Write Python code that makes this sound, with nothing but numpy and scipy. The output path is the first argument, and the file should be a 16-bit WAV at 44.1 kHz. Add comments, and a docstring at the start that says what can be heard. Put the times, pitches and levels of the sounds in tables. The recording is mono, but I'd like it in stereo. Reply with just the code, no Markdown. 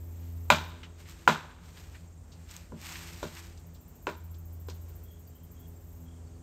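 """A half-cut tree trunk is struck by hand: two hard blows, then four lighter knocks.
The wood cracks, rings and splinters, and the house walls throw the sound back across the yard.
Close by, a strap rustles as it slides through a hand. Some way off a machine hums, katydids and
crickets sing in the plants by rubbing their wings, and the town rumbles underneath."""
import sys
import numpy as np
from scipy import signal
from scipy.fft import rfft, irfft, next_fast_len
from scipy.io import wavfile
from scipy.ndimage import uniform_filter1d

SR = 44100
rng = np.random.default_rng(int(sys.argv[2]) if len(sys.argv) > 2 else 0)


def dump_mix(stems):
    """Bounce the given channels to the path in sys.argv[1] as a 16-bit WAV at rate SR."""
    frames = np.atleast_2d(stems).T  # one column per channel
    limited = np.clip(frames, -1, 1)  # hard clip at full scale
    pcm = np.round(limited * 32767).astype(np.int16)
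    wavfile.write(sys.argv[1], SR, pcm)


N = 283122
T = np.arange(N) / SR  # seconds since the scene began
AGE = T[:SR]  # seconds since one short sound began

# Each blow and how strong its parts are. A lower cutoff means a softer, duller hit.
# start_s, level_db, cutoff_hz, spot_pitch_hz, spot_db, thud_db, boom_db, ring_db, splinter_db
BLOWS = [(0.502, -2, 4870, 2440, 2, -22, -0.5, 3, -6), (1.2761, -1.5, 2605, 1394, -1.5, -3, 0, -4, -10),
         (2.7201, -32.5, 795, 260, -5, 12, 18, 5, -32), (3.2288, -24, 1700, 564, -3, 12, 8.5, 6.5, -2.5),
         (4.0693, -17, 2080, 2650, 5, 8.5, -3.5, 2.5, -10.5), (4.6848, -36, 2400, 442, -1, 12, 9, -1, 3)]
def blows():
    """A hand strikes the trunk; each blow sets the wood shaking and the yard echoing."""
    out = np.zeros((2, N))
    lean_left = gain([[1.25], [-1.25]])
    for start_s, level_db, cutoff_hz, spot_hz, spot_db, thud_db, boom_db, ring_db, splinter_db in BLOWS:
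        crack = wood_crack(spot_hz, spot_db)
        thud = gain(thud_db) * trunk_thud()
        boom = gain(boom_db) * trunk_boom()
        ring = gain(ring_db) * trunk_ring()
        wood = (crack + wall_echoes(crack + thud) + ring) * lean_left + thud + boom + yard_tail(ring)
        dulled = signal.lfilter(*signal.butter(2, cutoff_hz, fs=SR), wood)
        add(out, start_s, gain(level_db) * (dulled + gain(splinter_db) * splinters()))
    return out


# Brief tones of the wood around the hit: pitch_hz, level_db, fade_s (time to fall by 60 dB)
CRACK_TONES = [(573, -16, 0.006), (857, -7.5, 0.014), (975, 1, .015), (1445, -2.5, .015),
               (2314, -6.5, 0.011), (2945, -3.5, 0.0093), (3960, -12, 0.013)]
def wood_crack(spot_hz, spot_db):
    """The wood near the hand shakes briefly, and the struck spot adds a pitch of its own."""
    spot_tone = (spot_hz, spot_db, 24 / spot_hz)  # dies away in 24 cycles
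    return (tones(CRACK_TONES) + tones([spot_tone])) * build_up(0.001)


# Short, low tones across the trunk: pitch_hz, level_db, fade_s
THUD_TONES = [(329, -25, 0.12), (401.5, -21, 0.13), (480, -18, 0.062)]
def trunk_thud():
    """The trunk shakes across its width and soon settles."""
    return tones(THUD_TONES) * build_up(0.0023)


# Deep tones of the bending trunk: pitch_hz, level_db, fade_s
BOOM_TONES = [(154.5, -22, 0.24), (180, -26, 0.22), (227.6, -20.5, .2)]
def trunk_boom():
    """The heavy trunk takes a few cycles to start bending, so its boom comes in gently."""
    return tones(BOOM_TONES) * (1 - np.exp(-(AGE / 0.016) ** 3))


# Higher tones of the trunk: pitch_hz, level_db, fade_s
RING_TONES = [(593.5, -20, 0.14), (640, -25.5, 0.18), (882.7, -32.5, .28), (927, -35.5, .28),
              (988.3, -24, 0.12), (1007, -38, 0.47), (1084, -28, 0.14), (1180, -34, .2), (1414, -25, 0.13),
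              (1547, -31, 0.19), (1579, -35.5, 0.177), (2342, -34, .18), (2398, -36.5, .38),
              (2405, -33.5, 0.1854), (2993, -40, 0.2), (3822, -30, 0.18), (4072, -38, .14),
              (4860, -34, .16), (7600, -35, 0.115)]
def trunk_ring():
    """The trunk keeps ringing after the crack has gone."""
    return tones(RING_TONES) * build_up(0.003)


# Tone colour of tearing wood: pitch_hz, level_db
SPLINTER_COLOUR = [(500, -24.5), (2000, -4), (3800, 5), (5200, -0.5), (7200, -0.5), (8800, -5),
                   (12500, -7.5), (16000, -23)]
def splinters():
    """Wood fibres give way in uneven little bursts."""
    dying_away = fade(0.23) + gain(-5) * fade(0.013) + gain(-21.5) * fade(1.0)
    bursts = gain(2 * wander(500)[:SR])
    return gain(-20.5) * dying_away * bursts * stereo_noise(SPLINTER_COLOUR, side_db=-13, size=SR)


# Echoes off the walls: delay_s, level_db
ECHOES = [(.0075, -23), (0.0213, -14), (0.045, -21), (.082, -25.5)]
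def wall_echoes(sound):
    """Each wall sends back a later, quieter copy."""
    return sum(gain(db) * np.interp(AGE - delay_s, AGE, sound, left=0) for delay_s, db in ECHOES)


# Tone colour of sound bouncing off fence, plants and walls: pitch_hz, level_db
SCATTER_COLOUR = [(90, -30.5), (170, -13), (320, -8.5), (550, -11.5), (750, -7.5), (970, -0.5),
                  (1200, -6.5), (1480, -2.5), (1900, -11.5), (2400, -10), (2900, -12.5), (3700, -8),
                  (4800, -25.5), (9000, -24.5)]
def yard_tail(ring):
    """Near things scatter a short, lumpy tail; far houses add a faint long one and return the ring."""
    tail = (fade(0.209) + gain(-20) * fade(0.94)) * build_up(0.0029)
    lumps = gain(1.1 * wander(300)[:SR])
    scattered = gain(-18.5) * tail * lumps * stereo_noise(SCATTER_COLOUR, side_db=-2, size=SR)
    houses = fade(0.8) * rng.standard_normal((2, SR))
    return scattered + gain(-57) * signal.fftconvolve(ring[None], houses, axes=1)[:, :SR]


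# Slides of the strap through the hand: fastest_at_s, level_db, slow_down_s
SLIDES = [(.25, -66.5, 0.22), (1.005, -58, 0.049), (1.099, -52, 0.052), (1.22, -58.5, 0.13),
          (1.68, -60.5, 0.11), (1.79, -55, 0.09), (1.95, -61.5, .1), (2.42, -67.5, 0.12),
          (2.54, -52.5, 0.092), (2.86, -50, .09), (2.95, -45, 0.22), (3.24, -52, 0.12), (3.37, -50, 0.12),
          (4.89, -68, 0.064)]
# Tone colour of the rubbing strap: pitch_hz, level_db
RUB_COLOUR = [(400, -34), (750, -4.5), (1400, -3), (2500, -2.5), (3500, -6), (6000, -7.5), (8500, -5),
              (12000, -7), (15500, -23)]
def strap_rustle():
    """The strap moves in tiny uneven slips, and single threads catch."""
    catches = rng.standard_normal(N) * (rng.random(N) < 150 / SR)  # about 150 a second
    threads = gain(-9.5) * normalise(resonate(catches, 5500, 0.64))
    rubbing = stereo_noise(RUB_COLOUR, side_db=-9.5) * gain(1.1 * wander(60) + 1.2 * wander(900))
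    power = gain(-77) ** 2  # the strap still creeps between slides
    for fastest_at_s, level_db, slow_down_s in SLIDES:
        progress = (T - fastest_at_s) / slow_down_s
        # a slide picks up quickly, then friction brakes it
        speed = np.exp(-np.where(progress < 0, (progress / 0.58) ** 2, np.abs(progress) ** 1.2))
        power += (gain(level_db) * speed) ** 2
    return (rubbing + threads) * np.sqrt(power)


# Small snaps: start_s, level_db, pitch_hz, fade_s
SNAPS = [(0.830, -44, 2420, 0.12), (1.054, -51.5, 2430, 0.064), (1.77, -49, 2960, 0.07),
         (1.946, -50, 1970, 0.13), (2.317, -55, 4340, 0.17), (2.4894, -50.5, 3500, .08),
         (2.51, -40.5, 6660, 0.035), (2.565, -29.5, 7650, 0.0077), (2.953, -36.5, 2140, 0.054),
         (3.364, -46, 2070, .07), (3.573, -54.5, 5000, 0.073), (3.744, -58.5, 4500, 0.15),
         (4.342, -59, 3800, 0.088), (4.697, -42.5, 4640, 0.065)]
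def snaps():
    """Strap and bark snap, each time with a quick puff of noise."""
    out = np.zeros((2, N))
    for start_s, level_db, pitch_hz, fade_s in SNAPS:
        loudness = gain(level_db) * build_up(0.024 * fade_s) * fade(fade_s)
        add(out, start_s, loudness * noise_band(pitch_hz, 0.96, size=SR))
    return out


# How the motor's lowest tone swells and sinks: time_s, level_db
SHAFT_SWELL = [(0.05, -41.5), (0.59, -39), (0.89, -50), (1.54, -57), (1.84, -50), (2.72, -52),
               (3.66, -48.5), (4.01, -58.5), (4.24, -43.5), (4.73, -41.5), (5.21, -51), (6.35, -47.5)]
# How its higher tones swell and sink together: time_s, level_db
OVERTONE_SWELL = [(0, -57.5), (.9, -58), (2.1, -70.5), (3.1, -57.5), (3.9, -67.5), (4.6, -61.5), (5.3, -64),
                  (6.35, -57)]
# The mix of those higher tones: times_shaft_pitch, level_db
OVERTONE_MIX = [(2, -2), (3, -2.5), (4, -5.5), (5, -9.5), (6, -19), (7, -17)]
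def machine(shaft_hz=83.9):
    """A distant motor: its turning shaft hums, higher tones waver and its casing throbs."""
    phase = 2 * np.pi * np.cumsum(shaft_hz * (1 + 0.003 * wander(2.7))) / SR
    overtones = sum(gain(db + 2.7 * wander(5.7)) * np.sin(multiple * phase + rng.uniform(0, 2 * np.pi))
                    for multiple, db in OVERTONE_MIX)
    throb = 0.6 + 0.3 * np.sin(2 * np.pi * 5.5 * T + wander(0.95))
    casing = gain(-57) * throb * noise_band(165, 8.7)
    shaft = gain(2.5 + 0.6 * wander(7.3)) * np.sin(phase)
    return swell(SHAFT_SWELL) * shaft + swell(OVERTONE_SWELL) * overtones + casing


def katydid_ticks(start_s=3.6, slows_s=4.96, end_s=5.72, gap_s=0.0718, slow_gap_s=0.08, rise_s=0.012):
    """Loudness of single wing strokes: they tick evenly, then a little slower."""
    out = np.zeros((1, N))
    rise = AGE / rise_s
    stroke = rise ** 2 * np.exp(2 - 2 * rise)  # rises fast, falls slower
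    tail = gain(-9) * np.minimum(rise, 1) * fade(0.58)  # lingers in the yard
    for peak_s in np.r_[np.arange(start_s, slows_s, gap_s), np.arange(slows_s, end_s, slow_gap_s)]:
        warm_up = 1 - np.exp(-(peak_s - start_s + gap_s) / 0.17)
        add(out, peak_s - rise_s, warm_up * gain(-62 + 1.1 * rng.standard_normal()) * (stroke + tail))
    return out


# The katydid's buzzes: start_s, end_s, level_db
BUZZES = [(-.3, 0.732, -64.5), (5.68, 6.074, -66)]
# Tone colour of its wings: pitch_hz, level_db
WING_COLOUR = [(7000, -37), (10500, -21), (11700, 7), (13200, 2), (14800, 1.5), (16000, -3)]
def katydid(rise_s=0.19, fall_s=0.032, stroke_hz=25):
    """Rubbing wings make a high hiss: first a buzz, later a run of ticks that closes into another."""
    ticks = katydid_ticks()
    buzz = sum(gain(db) * np.clip(np.minimum((T - start_s) / rise_s, (end_s - T) / fall_s), 0, 1)
               for start_s, end_s, db in BUZZES)
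    flutter = 1 + 0.3 * np.sin(2 * np.pi * stroke_hz * T)
    hiss = stereo_noise(WING_COLOUR, side_db=-2)
    wings = hiss + 1.63 * resonate(hiss, 13750, 90) + resonate(hiss, 14480, 70)
    return wings * (ticks + buzz * flutter)


# Far, lower cricket chirps: middle_s, length_s, level_db, pitch_hz
CHIRPS = [(5.127, 0.16, -73.5, 3290), (5.283, .06, -78, 4700), (5.402, 0.15, -76.5, 3126),
          (5.616, 0.12, -73, 3290), (6.12, 0.13, -74.5, 3264), (6.272, .05, -79, 4500),
          (6.36, .05, -78, 4520)]
def crickets(trill_rate_hz=19.4):
    """Crickets rub their wings: one high pulsing trill, two slower singers and a few chirps."""
    stroke_phase = 2 * np.pi * np.cumsum(trill_rate_hz * (1 + 0.02 * wander(2))) / SR
    wings = [gain(-74.5) * noise_band(7415, 91.5) + gain(-83) * noise_band(8000, 14) for _ in range(2)]
    trill = (1 + 0.85 * np.sin(stroke_phase)) * np.array(wings)
    slow_singer = gain(-77) * np.sin(np.pi * 2.6 * T) ** 2 * noise_band(6620, 30)
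    quicker_singer = gain(-67.5) * np.sin(np.pi * 4.3 * T) ** 4 * noise_band(9250, 40)
    chirps = sum(gain(db) * np.exp(-(2 * (T - middle_s) / length_s) ** 4) * noise_band(pitch_hz, 16)
                 for middle_s, length_s, db, pitch_hz in CHIRPS)
    flutter = 1 + 0.63 * np.sin(2 * np.pi * 37 * T)
    return trill + slow_singer + quicker_singer + chirps * flutter


# Tone colour of the town's background noise: pitch_hz, level_db
TOWN_COLOUR = [(20, -27.5), (31, -14), (42, -1.5), (60, 2.5), (105, -5.5), (200, -15), (400, -19.5),
               (800, -24.5), (1600, -33.5), (4300, -43), (7300, -33.5), (9000, -32), (12500, -41),
               (16000, -46.5)]
def town_rumble():
    """A low, slightly wavering rumble comes from all around."""
    return stereo_noise(TOWN_COLOUR, side_db=0) * gain(-53 + wander(6.7))


# How much left and right differ at each pitch: pitch_hz, side_db
STEREO_WIDTH = [(25, -26), (60, -15.5), (200, -6.5), (380, -6), (700, 0), (1300, -3.5), (2400, -32),
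                (5000, -32.5), (7500, -17.5), (15000, 0)]
def stereo_noise(colour_rows, side_db, size=N):
    """Noise from many directions; a higher side_db makes it wider."""
    middle, side = (normalise(colour(rng.standard_normal(size), colour_rows)) for _ in range(2))
    side = gain(side_db) * colour(side, STEREO_WIDTH)
    return np.array([middle + side, middle - side])


def gain(db):
    """Turn decibels into a number to multiply by."""
    return 10 ** (np.asarray(db) / 20)


def swell(rows):
    """Loudness over time from (time_s, level_db) rows."""
    return gain(np.interp(T, *np.transpose(rows)))


def normalise(sound):
    """Scale a sound to an average power of 1."""
    return sound / np.sqrt(np.mean(sound ** 2))


def build_up(rise_s):
    """Climb from 0 towards 1, about two thirds of the way after rise_s."""
    return 1 - np.exp(-AGE / rise_s)


def fade(fade_s):
    """Die away by 60 dB in fade_s."""
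    return np.exp(-np.log(1000) * AGE / fade_s)


def tones(rows):
    """Pure tones that start together and each fade at their own pace."""
    return sum(gain(db) * fade(fade_s) * np.sin(2 * np.pi * hz * AGE) for hz, db, fade_s in rows)


def colour(sound, rows):
    """Turn pitches up or down following (pitch_hz, level_db) rows."""
    hz, db = np.transpose(rows)
    size = next_fast_len(sound.shape[-1])
    all_hz = np.maximum(np.arange(size // 2 + 1) * SR / size, 1)
    gains = gain(np.interp(np.log(all_hz), np.log(hz), db))
    return irfft(rfft(sound, size) * gains, size)[..., :sound.shape[-1]]


def resonate(sound, hz, sharpness):
    """Keep the pitches near hz; more sharpness keeps a narrower range."""
    return signal.lfilter(*signal.iirpeak(hz, sharpness, fs=SR), sound)


def noise_band(hz, sharpness, size=N):
    """Noise gathered around one pitch."""
    return normalise(resonate(resonate(rng.standard_normal(size), hz, sharpness), hz, sharpness))


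def wander(rate_hz):
    """A smooth random drift of about 1 either way."""
    step = int(SR / rate_hz)
    stairs = np.repeat(rng.standard_normal(N // step + 1), step)
    return normalise(uniform_filter1d(stairs, step)[:N])


def add(out, start_s, sound):
    """Mix a sound in at start_s."""
    first = int(start_s * SR)
    count = min(sound.shape[-1], N - first)
    out[:, first:first + count] += sound[..., :count]


def scene():
    """The blows on the trunk and everything else heard in the yard."""
    return blows() + strap_rustle() + snaps() + machine() + katydid() + crickets() + town_rumble()


def record(dry):
    """The microphone's openings dip the high treble; peaks are rounded and the very top is cut."""
    dipped = dry - resonate(dry, 10100, 7.3)
    left, right = dipped - resonate(dipped, 10440, 3.4)
    left = left - 2 * resonate(left, 9580, 7)  # the left opening flips the wave near this pitch
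    rounded = np.tanh(0.72 * np.array([left, right])) / 0.67
    return signal.sosfilt(signal.ellip(8, 0.2, 70, 15500, fs=SR, output="sos"), rounded)


dry = scene()
out = record(dry)
dump_mix(out)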